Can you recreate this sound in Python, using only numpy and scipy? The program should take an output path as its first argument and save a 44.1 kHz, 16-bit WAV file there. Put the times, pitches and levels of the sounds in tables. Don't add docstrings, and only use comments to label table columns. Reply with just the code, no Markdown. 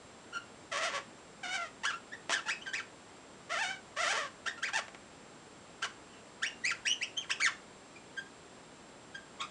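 import sys
import numpy as np
from scipy import signal
from scipy.fft import rfft, irfft
from scipy.io import wavfile
from scipy.ndimage import uniform_filter1d

SR = 44100
rng = np.random.default_rng(int(sys.argv[2]) if len(sys.argv) > 2 else 0)


def to_wav(s):
    ch = np.atleast_2d(s).T
    pcm = np.round(np.clip(ch, -1, 1) * 32767)
    wavfile.write(sys.argv[1], SR, pcm.astype(np.int16))


N = 419252

# start_s, rise_s, fall_s, first_hz, top_hz, last_hz, peak_db, attack_s, fade_db, roughness (0 to 1)
FLICKS = [(0.327, 0.016, 0.038, 1390, 1418, 1373, -41.0, 0.041, 10, 0.12),
          (1.834, 0.036, 0.045, 856, 1737, 1056, -35, 0.012, 9.5, 0.15),
          (1.917, 0.033, 0.013, 1174, 1383, 1400, -44.5, 0.003, 7.5, 0.1),
          (2.121, 0.018, 0.0011, 1658, 1948, 1760, -40.5, 0.021, 1, 0),
          (2.293, 0.044, 0.066, 412.6, 1690, 1144, -32.5, 0.04, 17, 0.46),
          (2.459, 0.012, 0.013, 850, 838, 950, -37, 0.04, 7, 0.15),
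          (2.482, 0.039, 0.016, 1360, 2606, 2420, -34, 0.0061, 4.5, 0.15),
          (2.613, 0.011, 0.0046, 2700, 3115, 2990, -47.5, 0.008, 5, 0.07),
          (2.658, 0.0094, 0.029, 2100, 1548, 1504, -44, 0.003, 3, 0.32),
          (2.731, 0.025, 0.047, 1554, 2547, 1297, -35, 0.0047, 9, 0.2),
          (4.459, 0.026, 0.034, 1292, 1851, 1620, -35.5, 0.02, 19, 0.4),
          (4.575, 0.005, 0.009, 1375, 1414, 1400, -49, 0.002, 6, 0.33),
          (4.623, 0.033, 0.037, 1313, 2430, 870, -36, 0.0088, 8, 0.13),
          (4.73, 0.018, 0.047, 766, 920, 563, -33.5, 0.01, 5, 0.08),
          (5.82, 0.011, 0.023, 1188, 1564, 982, -40, 0.0027, -2.5, 0.39),
          (6.09, 0.06, 0.06, 2610, 2870, 2600, -62.5, 0.05, 7, 0.67),
          (6.419, 0.047, 0.012, 1270, 2740, 3000, -37, 0.012, 0, 0.02),
          (6.64, 0.038, 0.04, 1890, 2526, 1350, -31, 0.012, 7, 0.08),
          (6.854, 0.028, 0.054, 1605, 2866, 2990, -29.5, 0.023, 9.5, 0),
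          (7.012, 0.034, 0.0063, 1927, 3190, 3230, -32, 0.021, 20, 0.06),
          (7.168, 0.033, 0.05, 3000, 3223, 1330, -37, 0.0092, 18.5, 0.06),
          (7.297, 0.024, 0.011, 988, 3150, 3310, -29.0, 0.018, 20, 0.04),
          (7.402, 0.019, 0.065, 1195, 2286, 974, -26.5, 0.048, 13.5, 0),
          (7.957, 0.008, 0.011, 2450, 2420, 2380, -48, 0.0067, 9, 0.13),
          (8.167, 0.0048, 0.029, 1835, 1598, 1626, -41, 0.017, 8, 0.1),
          (9.145, 0.0087, 0.025, 1566, 1594, 1610, -44, 0.0054, 14, 0.24),
          (9.395, 0.014, 0.025, 1087, 1103, 1090, -41.5, 0.018, 8, 0.2),
          (9.403, 0.0095, 0.0018, 3190, 3820, 3870, -37.5, 0.0023, 0.5, 0.08),
          (9.412, 0.012, 0.027, 1286, 1223, 1220, -39, 0.0023, 9, 0.25)]
# time_s, pitch_hz, level_db
DRAGS = [
    [(.718, 655, -37), (.746, 553, -39.5), (.775, 573.4, -36.5), (.800, 652, -41), (.836, 631.5, -35.5),
     (.862, 735, -36), (.912, 472, -46.5), (.955, 587.5, -37.5), (.988, 519, -41.5)],
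    [(1.433, 807, -39), (1.445, 726.4, -39.5), (1.489, 723.4, -41), (1.556, 768, -35), (1.588, 686, -45),
     (1.625, 692, -43.5), (1.675, 616, -51.5)],
    [(3.497, 545, -43), (3.529, 719, -37), (3.560, 583, -39.5), (3.599, 874, -36.5), (3.619, 907, -36),
     (3.642, 721, -36), (3.708, 771, -40), (3.765, 733, -53)],
    [(3.965, 541, -40), (4.015, 725, -35.5), (4.055, 571.6, -35.5), (4.116, 843, -33.5),
     (4.136, 446, -37.5), (4.162, 462, -37), (4.188, 657, -37.5), (4.222, 576, -41.5), (4.276, 532, -48)],
]
DRAG_ROUGHNESS = [0.29, 0.041, 0.053, 0.098]
# start_s, relative_level_db
TIP_TAPS = [(2.295, -16.5), (4.882, -30), (4.947, -30), (9.343, -48)]
# pitch_hz, width_hz, gain_db
SKIN_RINGS = [(443, 190, 0.5), (863, 118, 5), (1060, 232, 2.5), (1918, 228, 3.5), (2088, 214, 7),
              (2857, 1750, -2), (5100, 198, -0.5), (5290, 1830, -6.5), (8500, 1300, -19)]
# pitch_hz, width_hz, gain_db
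ROOM_PEAKS_AND_DIPS = [(1137, 83, 3.5), (1397, 100, 4), (1613, 160, 5.5), (1820, 57, 3), (1970, 56, 3),
                       (2256, 380, -3.5), (2710, 120, 2), (3060, 90, 2), (4100, 400, -3)]
# delay_s, gain_db
NEAR_ECHOES = [ (.00159, -13), (.003015, -8), (.00442, -14), (.0089, -7.5)]
# frequency_hz, relative_level_db
HUSH_SHAPE = [(15, -46), (25, -18), (75, -10), (140, -5.5), (226, -3), (445, -4.5), (790, -7.5),
              (1270, -10), (1850, -14), (4000, -19), (6800, -23.5), (8300, -23.5), (9900, -28)]

LEAD_S, LIFT_S = .004, .02


def marker():
    creaks = [creak(curve, rough) for curve, rough in zip(DRAGS, DRAG_ROUGHNESS)]
    squeaks = [squeak(*flick) for flick in FLICKS]
    out = np.zeros(N + SR)
    for first, sound in creaks + squeaks:
        out[first:first + len(sound)] += sound
    for hz, width_hz, db in ROOM_PEAKS_AND_DIPS:
        out = out + (from_db(db) - 1) * resonance(out, hz, width_hz)
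    return out[:N]


def squeak(start_s, rise_s, fall_s, first_hz, top_hz, last_hz, peak_db, attack_s, fade_db, rough):
    held_s = rise_s + fall_s
    t = stroke_time(held_s)
    up, down = np.clip([t / rise_s, (t - rise_s) / fall_s], 0, 1)
    eased_up = (up + np.sin(np.pi / 2 * up) ** 2) / 2
    pitch = first_hz + (top_hz - first_hz) * eased_up + (last_hz - top_hz) * down ** 1.9
    level_db = peak_db + np.interp(t, [0, attack_s, max(held_s, attack_s + LEAD_S)], [-9, 0, -fade_db])
    octaves_per_s = np.abs(np.gradient(np.log2(pitch))) * SR
    rough = rough + .0024 * octaves_per_s
    flutter = waver(len(t), hz=127)
    return stroke(start_s, pitch * (1 + .016 * flutter), level_db + 2.13 * flutter, rough, held_s)


def creak(curve, rough):
    times, hz, db = np.transpose(curve)
    held_s = times[-1] - times[0]
    t = times[0] + stroke_time(held_s)
    return stroke(times[0], np.interp(t, times, hz), np.interp(t, times, db), rough, held_s)


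def stroke(start_s, pitch, level_db, rough, held_s,
           rasp_hz=347, firm_db=-35.5, fast_hz=2600, grip_s=.008, release_s=.0036):
    t = np.arange(len(pitch)) / SR
    rough = np.clip(rough + (rasp_hz / pitch) ** 2.22, 0, 1)
    pitch = pitch * (1 + .028 * np.sqrt(rough) * waver(len(t), hz=101))
    kicks = slips(pitch, rough)
    soft = butter(kicks, 3800, "low", order=1)
    kicks = soft + (kicks - soft) * from_db(1.9 * (level_db - firm_db))
    rounded = signal.sosfiltfilt(signal.butter(2, 8300, fs=SR, output="sos"), kicks)
    kicks = kicks + (rounded - kicks) * np.minimum(pitch / fast_hz, 1) ** 2
    voice = sing(skin(kicks), pitch, rough)
    voice = voice / np.sqrt(uniform_filter1d(voice ** 2, size=353) + 1e-12)
    grip = np.clip(t / grip_s, 0, 1)
    release = np.exp(-np.maximum(t - LEAD_S - held_s, 0) / release_s)
    return int((start_s - LEAD_S) * SR), voice * grip * release * from_db(level_db)


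def slips(pitch, rough, jitter=.14, memory=.85, uneven_db=6.5, scuff=.025, scuff_hz=1100):
    cycles = np.cumsum(pitch) / SR
    samples = np.arange(len(pitch))
    slip_numbers = np.arange(int(cycles[-1]) + 1)
    time_chance, force_chance = rng.standard_normal((len(slip_numbers), 2)).T
    slip_rough = np.interp(slip_numbers, cycles, rough)
    late = signal.lfilter([1], [1, -memory], jitter * slip_rough ** 1.5 * time_chance)
    position = np.interp(slip_numbers + late, cycles, samples)
    force = from_db(uneven_db * slip_rough * force_chance)
    nearby = position.astype(int)[:, None] + np.arange(-3, 5)
    offset = nearby - position[:, None]
    pulses = force[:, None] * np.sinc(offset) * np.sinc(offset / 4)
    kicks = np.zeros(len(samples))
    np.add.at(kicks, np.clip(nearby, 0, samples[-1]), pulses)
    sliding = uniform_filter1d(np.abs(kicks), size=21) * 20 * np.sqrt(pitch / scuff_hz)
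    return kicks + scuff * np.sqrt(rough) * sliding * rng.standard_normal(len(samples))


def skin(kicks, lowest_hz=238, highest_hz=10600):
    rings = sum((-1) ** k * from_db(db) * resonance(kicks, hz, width_hz)
                for k, (hz, width_hz, db) in enumerate(SKIN_RINGS))
    return butter(butter(rings, lowest_hz, "high"), highest_hz, "low")


def sing(voice, pitch, rough, easiest_hz=1550, span_octaves=.57, boost=1.6):
    phase = 2 * np.pi * np.cumsum(pitch) / SR
    window = signal.get_window("hann", 256) / 128
    out = voice
    for k in (1, 2, 3):
        follower = np.exp(1j * k * phase)
        overtone = 2 * np.real(follower * signal.fftconvolve(voice / follower, window, "same"))
        nearness = np.exp(-.5 * (np.log2(k * pitch / easiest_hz) / span_octaves) ** 2)
        out = out + boost * nearness * (1 - rough) ** 2 * overtone
    return out


def taps(boost_db=17):
    kicks = np.zeros(N)
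    for start_s, db in TIP_TAPS:
        kicks[int(start_s * SR)] = from_db(db + boost_db)
    kicks = butter(kicks + 1e-18, 2500, "low", order=1)
    air_thump = from_db(3) * resonance(kicks, hz=300, width_hz=130)
    return skin(kicks) + air_thump


def stroke_time(held_s):
    return np.arange(-LEAD_S, held_s + LIFT_S, 1 / SR)


def waver(length, hz):
    warm_up = SR // 10
    return rms_one(butter(rng.standard_normal(length + warm_up), hz, "low")[warm_up:])


def resonance(x, hz, width_hz):
    decay = np.exp(-np.pi * width_hz / SR)
    feed = np.array([1, 0, -1]) * (1 - decay ** 2) / 2
    feedback = [1, -2 * decay * np.cos(2 * np.pi * hz / SR), decay ** 2]
    return signal.lfilter(feed, feedback, x + 1e-18)


def butter(x, hz, kind, order=2):
    return signal.sosfilt(signal.butter(order, hz, kind, fs=SR, output="sos"), x)


def from_db(db):
    return 10 ** (np.asarray(db) / 20)


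def rms_one(x):
    return x / np.sqrt(np.mean(x ** 2) + 1e-20)


def room(x, build_s=.00082, fade_s=.27, wall_hz=6500, tail_db=-9.5):
    t = np.arange(SR // 2) / SR
    tail = butter(rng.standard_normal(len(t)), wall_hz, "low", order=1)
    build_up = 1 - np.exp(-(t / build_s) ** 2)
    tail *= build_up * np.exp(-np.log(1000) * t / fade_s)
    response = from_db(tail_db) * tail / np.linalg.norm(tail)
    response[0] += 1
    for delay_s, db in NEAR_ECHOES:
        response[int(delay_s * SR)] += from_db(db)
    return signal.fftconvolve(x, response)[:N]


def hush(level_db=-54):
    hz, db = np.transpose(HUSH_SHAPE)
    frequencies = np.maximum(np.arange(N // 2 + 1) * SR / N, 1)
    shape = from_db(np.interp(np.log(frequencies), np.log(hz), db))
    noise = irfft(rfft(rng.standard_normal(N)) * shape, N)
    return from_db(level_db) * rms_one(noise)


def whine(pitch_hz=7575, restart_hz=30, level_db=-68.5):
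    since_restart_s = np.arange(N) / SR % (1 / restart_hz)
    return from_db(level_db) * rms_one(np.sin(2 * np.pi * pitch_hz * since_restart_s))


def scene():
    return (room(marker() + taps()) + hush() + whine())[None]


def record(dry):
    return signal.sosfilt(signal.ellip(10, .2, 70, 10000, fs=SR, output="sos"), dry)


dry = scene()
out = record(dry)
to_wav(out)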